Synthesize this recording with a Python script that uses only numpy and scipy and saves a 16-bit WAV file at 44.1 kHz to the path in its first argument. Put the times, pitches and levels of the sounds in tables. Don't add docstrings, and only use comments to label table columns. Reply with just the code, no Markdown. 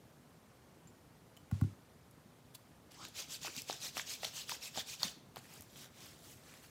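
import sys
import numpy as np
from scipy import signal
from scipy.fft import rfft, irfft, next_fast_len
from scipy.io import wavfile
from scipy.ndimage import uniform_filter1d, map_coordinates

SR = 44100
rng = np.random.default_rng(int(sys.argv[2]) if len(sys.argv) > 2 else 0)


def wav_out(sig):
    wavfile.write(sys.argv[1], SR, np.round(np.clip(np.atleast_2d(sig).T, -1, 1) * 32767).astype(np.int16))


N = 295456

# centre t/s, time scale/s, level/dB, air pocket f/Hz
STROKES = [(3.191, .086, -43, 2420), (3.332, 0.076, -44.5, 3230), (3.456, 0.085, -44, 2500),
           (3.584, 0.075, -43.5, 2450), (3.717, 0.072, -42.5, 3500), (3.851, 0.086, -42, 2460),
           (3.984, 0.07, -42.5, 3520), (4.116, 0.089, -42, 2450), (4.25, 0.077, -44, 3280),
           (4.386, 0.1, -44.5, 2930), (4.516, 0.075, -42.5, 3400), (4.654, 0.078, -45.5, 2530),
           (4.778, 0.068, -40.5, 3400), (4.912, 0.076, -44.5, 2450), (5.049, 0.091, -39.5, 3600)]
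# peak t/s, rise/s, fall/s, level/dB, fizz/dB, drag/dB, air pocket f/Hz, glide/(Hz/s)
SLIDES = [(2.551, .005, 0.0061, -58, 3, -15, 3350, -900), (2.913, .004, 0.048, -61, -11, -2, 3160, -900),
          (3.045, 0.048, 0.044, -53.5, -14, -9, 3400, 900),
          (5.375, 0.011, .015, -57.5, -10, 1.5, 2690, -900), (5.55, 0.12, .08, -61.5, -3, -1, 2750, -1500),
          (5.805, .065, .04, -56.5, -4.5, -7.5, 3610, -3000), (5.858, .02, 0.013, -64, -2, 4, 1750, -9000),
          (6.045, 0.072, 0.081, -56.5, -5.5, -3.5, 3360, -2500),
          (6.29, 0.074, .07, -63.5, 0, -6, 3050, -6000), (6.53, 0.13, 0.082, -65, -5.5, 1, 2350, 3000),
          (6.65, 0.053, 0.053, -68, 0, .5, 2800, -3000)]


def amp(db):
    return 10 ** (np.asarray(db) / 20)


def unit(x):
    return x / np.sqrt(np.mean(x ** 2) + 1e-20)


def along(points, hz):
    f, v = np.transpose(points)
    return np.interp(np.log(hz + 1), np.log(f + 1), v)


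def wobble(rate_hz):
    knots = rng.standard_normal(int(N * rate_hz / SR) + 4)
    return map_coordinates(knots, [np.arange(N) * rate_hz / SR])


def filtered(x, response):
    m = next_fast_len(len(x) + 4096)
    return irfft(rfft(x, m) * response(np.fft.rfftfreq(m, 1 / SR)), m)[:len(x)]


def patchy(depth_db):
    z = signal.stft(rng.standard_normal(N), nperseg=256)[2]
    field = rng.standard_normal(z.shape)
    for axis in (0, 1):
        field = uniform_filter1d(field, size=4, axis=axis)
    return signal.istft(z * amp(depth_db * unit(field)), nperseg=256)[1][:N]


def add(track, s, sound):
    part = track[round(s * SR):][:len(sound)]
    part += sound[:len(part)]


def ring(modes, t, spread_db):
    out = np.zeros(len(t))
    for hz, db, t60_s in modes:
        decay = amp(db + spread_db * rng.standard_normal() - 60 * t / t60_s)
        out += decay * np.sin(2 * np.pi * hz * t)
    return out


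def strokes():
    # lean (-1..1), centre f/Hz, fizz/dB, pocket/dB, drag/dB
    push_pull = [(-.13, 5170, -10, 3.5, -8), (.03, 5140, -8.5, 4, -11.5)]
    half_window_s = .15
    t = np.arange(-half_window_s, half_window_s, 1 / SR)
    out, skin = np.zeros(N), slips()
    for k, (s, scale_s, db, pocket_hz) in enumerate(STROKES):
        lean, centre_hz, fizz_db, pocket_db, drag_db = push_pull[k % 2]
        u = t / scale_s
        u = u / (1 - np.clip(lean, -.8, .8) * np.sign(u))
        speed = np.exp(-6.5 * np.abs(u) ** 2.34) + 0.15 * np.exp(-1.1 * u ** 2)

        def grip(f):
            pocket = 1 + 0.57 * amp(pocket_db) / (1 + ((f - pocket_hz) / 220) ** 2)
            return pocket * (2.3 + np.exp(-((f - centre_hz) / 2200) ** 2))

        start_s = s + t[0]
        drag, body, fizz = bands(filtered(skin[round(start_s * SR):][:len(t)], grip))
        rub = body + amp(fizz_db) * fizz + amp(drag_db - 3) * drag
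        add(out, start_s, amp(db - 3) * speed * rub)
    return out


def slides():
    t, out = np.arange(N) / SR, np.zeros(N)
    drag, body, fizz = bands(slips())
    sway = wobble(1100)
    flesh = unit(filtered(rng.standard_normal(N), lambda f: 1 / (1 + ((f - 230) / 190) ** 4)))
    for s, rise_s, fall_s, db, fizz_db, drag_db, hz, glide in SLIDES:
        u = (t - s) / np.where(t < s, rise_s, fall_s)
        speed = np.exp(-.9 * np.abs(u) ** 1.48)
        pocket = amp(-4.5) * sway * np.cos(2 * np.pi * (hz + glide * (t - s) / 2) * (t - s))
        rub = body + pocket + amp(fizz_db) * fizz + amp(drag_db - 2.5) * drag + amp(-7) * flesh
        out += amp(db) * speed * rub
    return out


def slips():
    # f/Hz, level/dB
    skin_spectrum = [(200, -24), (500, -10), (1200, -11), (2000, -8.5), (2600, -5.5), (3800, -3),
                     (5500, -3.5), (7800, -4), (9000, -8.5), (15000, -9.5), (16000, -16.5)]
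    grains = patchy(depth_db=3.0) * amp(0.75 * wobble(500) + 1.5 * wobble(45))
    return filtered(grains, lambda f: amp(along(skin_spectrum, f)))


def bands(x):
    low = lambda f: 1 / (1 + (f / 2200) ** 8)
    high = lambda f: 1 / (1 + (8200 / (f + 1)) ** 12)
    middle = lambda f: (1 - low(f)) * (1 - high(f))
    return [unit(filtered(x, part)) for part in (low, middle, high)]


def smacks():
    # t/s, snap/dB, snap f/Hz, pop/dB, pop f/Hz, spit/dB
    smack_rows = [(2.111, -60, 7610, -77, 1390, -58), (2.9185, -54, 5820, -65, 480, -57),
                  (3.0509, -37.5, 3570, -56, 1510, -51), (3.4476, -53, 3430, -38, 780, -63),
                  (3.473, -44, 7300, -41.5, 1010, -56), (3.4798, -38.5, 2530, -40.5, 1510, -58),
                  (3.5644, -37, 4760, -64, 450, -43), (3.619, -37, 6100, -68, 1570, -42),
                  (3.698, -35, 3380, -32.5, 756, -56), (3.7085, -34, 4200, -56, 500, -59),
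                  (3.728, -38, 5860, -48, 1560, -65), (3.9695, -30, 2330, -38.5, 730, -45),
                  (3.9773, -51, 1920, -42, 1240, -44), (3.996, -30, 2300, -38, 1620, -62),
                  (4.2321, -36.5, 2520, -40, 710, -53), (4.246, -28, 3350, -41, 930, -43),
                  (4.2497, -31, 4170, -42.5, 730, -50), (4.268, -41, 3160, -47.5, 1430, -64),
                  (4.4943, -32.5, 2460, -49, 1140, -36.5), (4.5148, -34, 4630, -60, 980, -52),
                  (4.5188, -34, 3500, -37, 950, -50), (4.7587, -54, 3370, -43, 880, -63),
                  (4.7744, -32.5, 3220, -33.5, 810, -54), (4.7819, -39, 4000, -39.5, 654, -61),
                  (5.0172, -56, 4370, -44, 1020, -66), (5.0313, -21.5, 4220, -35.5, 1040, -40),
                  (5.3595, -43.5, 4410, -43.5, 1300, -49), (5.3686, -41, 3100, -43, 785, -62),
                  (5.4545, -50, 2570, -67, 520, -76), (5.5379, -51, 7570, -73, 530, -54),
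                  (5.6083, -52, 6500, -72, 480, -49), (5.6217, -54, 7280, -61, 700, -49),
                  (5.7586, -50, 2770, -56, 410, -73), (6.005, -45, 4630, -68, 1260, -71),
                  (6.5394, -48, 2390, -66, 500, -58)]
    # start t/s, level/dB, f/Hz
    puff_rows = [(3.47, -52.5, 396), (3.562, -47.5, 137), (3.698, -54, 342), (3.963, -53, 130),
                 (4.238, -59, 207), (4.499, -57, 201), (4.769, -54.5, 200), (5.034, -45.5, 150),
                 (5.156, -54, 217), (5.359, -50.5, 127)]
    window_s, snap_t60_s, pop_t60_s = .04, 0.0063, .014
    out, t = np.zeros(N), np.arange(0, window_s, 1 / SR)

    def around(hz, wide_hz):
        noise = rng.standard_normal(len(t))
        return unit(filtered(noise, lambda f: 1 / (1 + ((f - hz) / wide_hz) ** 4)))

    def envelope(t60_s):
        shape = (1 - np.exp(-(t / 0.00058) ** 2)) * amp(-60 * t / t60_s)
        return shape / shape.max()

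    snap_env, pop_env = envelope(snap_t60_s), envelope(pop_t60_s)
    for s, db, hz, pop_db, pop_hz, spit_db in [*smack_rows, *crackle()]:
        snap = amp(db) * (0.7 * np.sin(2 * np.pi * hz * t) + 0.72 * around(hz, wide_hz=1550))
        pop_tone = 1.08 * np.sin(2 * np.pi * pop_hz * t)
        pop = amp(pop_db) * (pop_tone + 0.62 * around(pop_hz, wide_hz=500))
        spit = amp(spit_db) * 1.1 * around(11200, wide_hz=3900)
        add(out, s, snap_env * (snap + spit) + pop_env * pop)
    for s, db, hz in puff_rows:
        add(out, s, amp(db - 3) * np.sin(np.pi * t / window_s) ** 2 * around(hz, wide_hz=123))
    return out


def crackle():
    level_db, spread_db, typical_hz = 2, 3, 5100
    stroke_db = -11
    spans = [(s - scale_s / 2, scale_s, db + stroke_db) for s, scale_s, db, _ in STROKES]
    spans += 2 * [(s, fall_s, db) for s, _, fall_s, db, *_ in SLIDES]
    rows = []
    for start_s, width_s, db in spans:
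        a, b, c, d, e = rng.standard_normal(5)
        s = start_s + width_s * (1 + np.tanh(a)) / 2
        snap_db = db + level_db + spread_db * b
        snap_hz = typical_hz * np.exp(0.36 * np.tanh(c))
        pop_hz = 850 * np.exp(.45 * d)
        spit_db = db + level_db - 5.5 + spread_db * e
        rows.append((s, snap_db, snap_hz, db - 7, pop_hz, spit_db))
    return rows


def squelch():
    # t/s, f/Hz, level/dB
    pocket_path = [(2.97, 900, -70), (3.011, 1050, -54.5), (3.031, 1243, -55), (3.054, 1530, -58),
                   (3.08, 1610, -80)]
    s, hz, db = np.transpose(pocket_path)
    t = np.arange(N) / SR
    sway = wobble(600) + 1j * wobble(600)
    carrier = np.exp(2j * np.pi * np.cumsum(np.interp(t, s, hz)) / SR)
    return amp(np.interp(t, s, db, -120, -120)) * np.real(sway * carrier)


def desk():
    # t/s, tick/dB, thud/dB, hardness/(dB/octave), travel at 100 Hz/s, scrape/dB
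    blow_rows = [(1.5125, -37, -20, -5, 0.019, -59.5), (1.541, -50, -50, 4, .015, -90),
                 (1.612, -34.5, -14, -2.5, 0.01394, -63), (1.638, -44.5, -36, -4, 0.015, -90),
                 (2.251, -80, -49.5, 7.5, 0.0131, -86), (5.59, -67, -46.5, -12, .013, -90)]
    # f/Hz, level/dB, t60/s
    desk_modes = [(101.7, 3, 0.18), (133.3, 3, 0.098), (168.4, -6.5, 0.16), (202, -1, 0.083),
                  (245, -11.5, 0.24), (320, -25, 0.14)]
    # f/Hz, level/dB, t60/s
    pot_modes = [(800, 0.5, 0.029), (1100, 1, 0.032), (1430, 2.5, 0.025), (2000, -3.5, 0.021),
                 (2540, -4, .012), (7600, -6, 0.016)]
    out, t = np.zeros(N), np.arange(SR // 2) / SR
    for s, tick_db, thud_db, hard_db, travel_s, scrape_db in blow_rows:
        crack = amp(-60 * t / 0.017) * rng.standard_normal(len(t))
        tick = ring(pot_modes, t, spread_db=1.0) + 0.96 * crack
        tick *= amp(tick_db - 10) * (1 - np.exp(-t / 0.00056))

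        scrape = amp(scrape_db) * np.exp(-((t - .055) / 0.077) ** 2) * rng.standard_normal(len(t))
        scrape = filtered(scrape, lambda f: 1 / (1 + (f / 9000) ** 4))

        rattle = 1.8 * amp(-60 * t / 0.37) * rng.standard_normal(len(t))
        thud = amp(thud_db - 10.5) * (ring(desk_modes, t, spread_db=1.2) + rattle)

        def thud_response(f):
            delay = np.exp(-4j * np.pi * travel_s * np.sqrt(100 * f))
            hardness = amp(hard_db * np.log2(f / 130 + 0.0092))
            band = 1 / (1 + (f / 330) ** 6) / (1 + (85 / (f + 1)) ** 5)
            return delay * hardness * band

        add(out, s, tick + scrape + filtered(thud, thud_response))
    return out


def lid():
    # t/s, level/dB
    chink_rows = [(0.8734, -55.5), (1.3674, -44), (1.3724, -43)]
    # f/Hz, level/dB, t60/s
    lid_modes = [(3050, -8, .02), (6850, 1.5, 0.018), (7280, -3, 0.1)]
    out, t = np.zeros(N), np.arange(SR // 5) / SR
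    for s, db in chink_rows:
        crack = 1.3 * amp(-60 * t / 0.0093) * rng.standard_normal(len(t))
        add(out, s, amp(db - 11.5) * (ring(lid_modes, t, spread_db=7.5) + crack))
    return out


def room(x):
    # f/Hz, t60/s
    decay_times = [(200, 0.36), (2000, 0.54), (10000, 0.33)]
    hz, t, z = signal.stft(rng.standard_normal(SR // 2), SR, nperseg=256)
    tail = signal.istft(z * amp(-60 * t / along(decay_times, hz)[:, None]), SR, nperseg=256)[1]
    delayed = np.pad(x, (250, 0))
    return signal.fftconvolve(delayed, tail / np.linalg.norm(tail))[:N]


def hum():
    # f/Hz, level/dB
    air_spectrum = [(15, -45), (25, -25), (63, -8), (145, -1.5), (201, -7.5), (243, -5.5), (337, -11.5),
                    (375, -11), (519, -12.5), (869, -17), (1270, -20), (1620, -23), (2710, -27.5),
                    (14900, -35.5), (16200, -53)]
    rumble_rms_db, hiss_rms_db = -63.5, -71
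    air = filtered(patchy(depth_db=1.45), lambda f: amp(along(air_spectrum, f)))
    rumble = unit(filtered(air, lambda f: 1 / (1 + (f / 1200) ** 2)))
    hiss = unit(filtered(air, lambda f: 1 / (1 + (1200 / (f + 1)) ** 2)))
    return amp(rumble_rms_db) * rumble + amp(hiss_rms_db) * hiss


def scene():
    near = strokes() + slides() + smacks() + squelch() + lid()
    air = filtered(near, lambda f: 1 / (1 + (70 / (f + 1)) ** 6))
    return (air + amp(-13.5) * room(air) + desk() + hum())[None]


def record(dry):
    low_cut_hz, top_hz = 38, 15850
    return filtered(dry[0], lambda f: (f < top_hz) / (1 + (low_cut_hz / (f + 1)) ** 8))[None]


dry = scene()
out = record(dry)
wav_out(out)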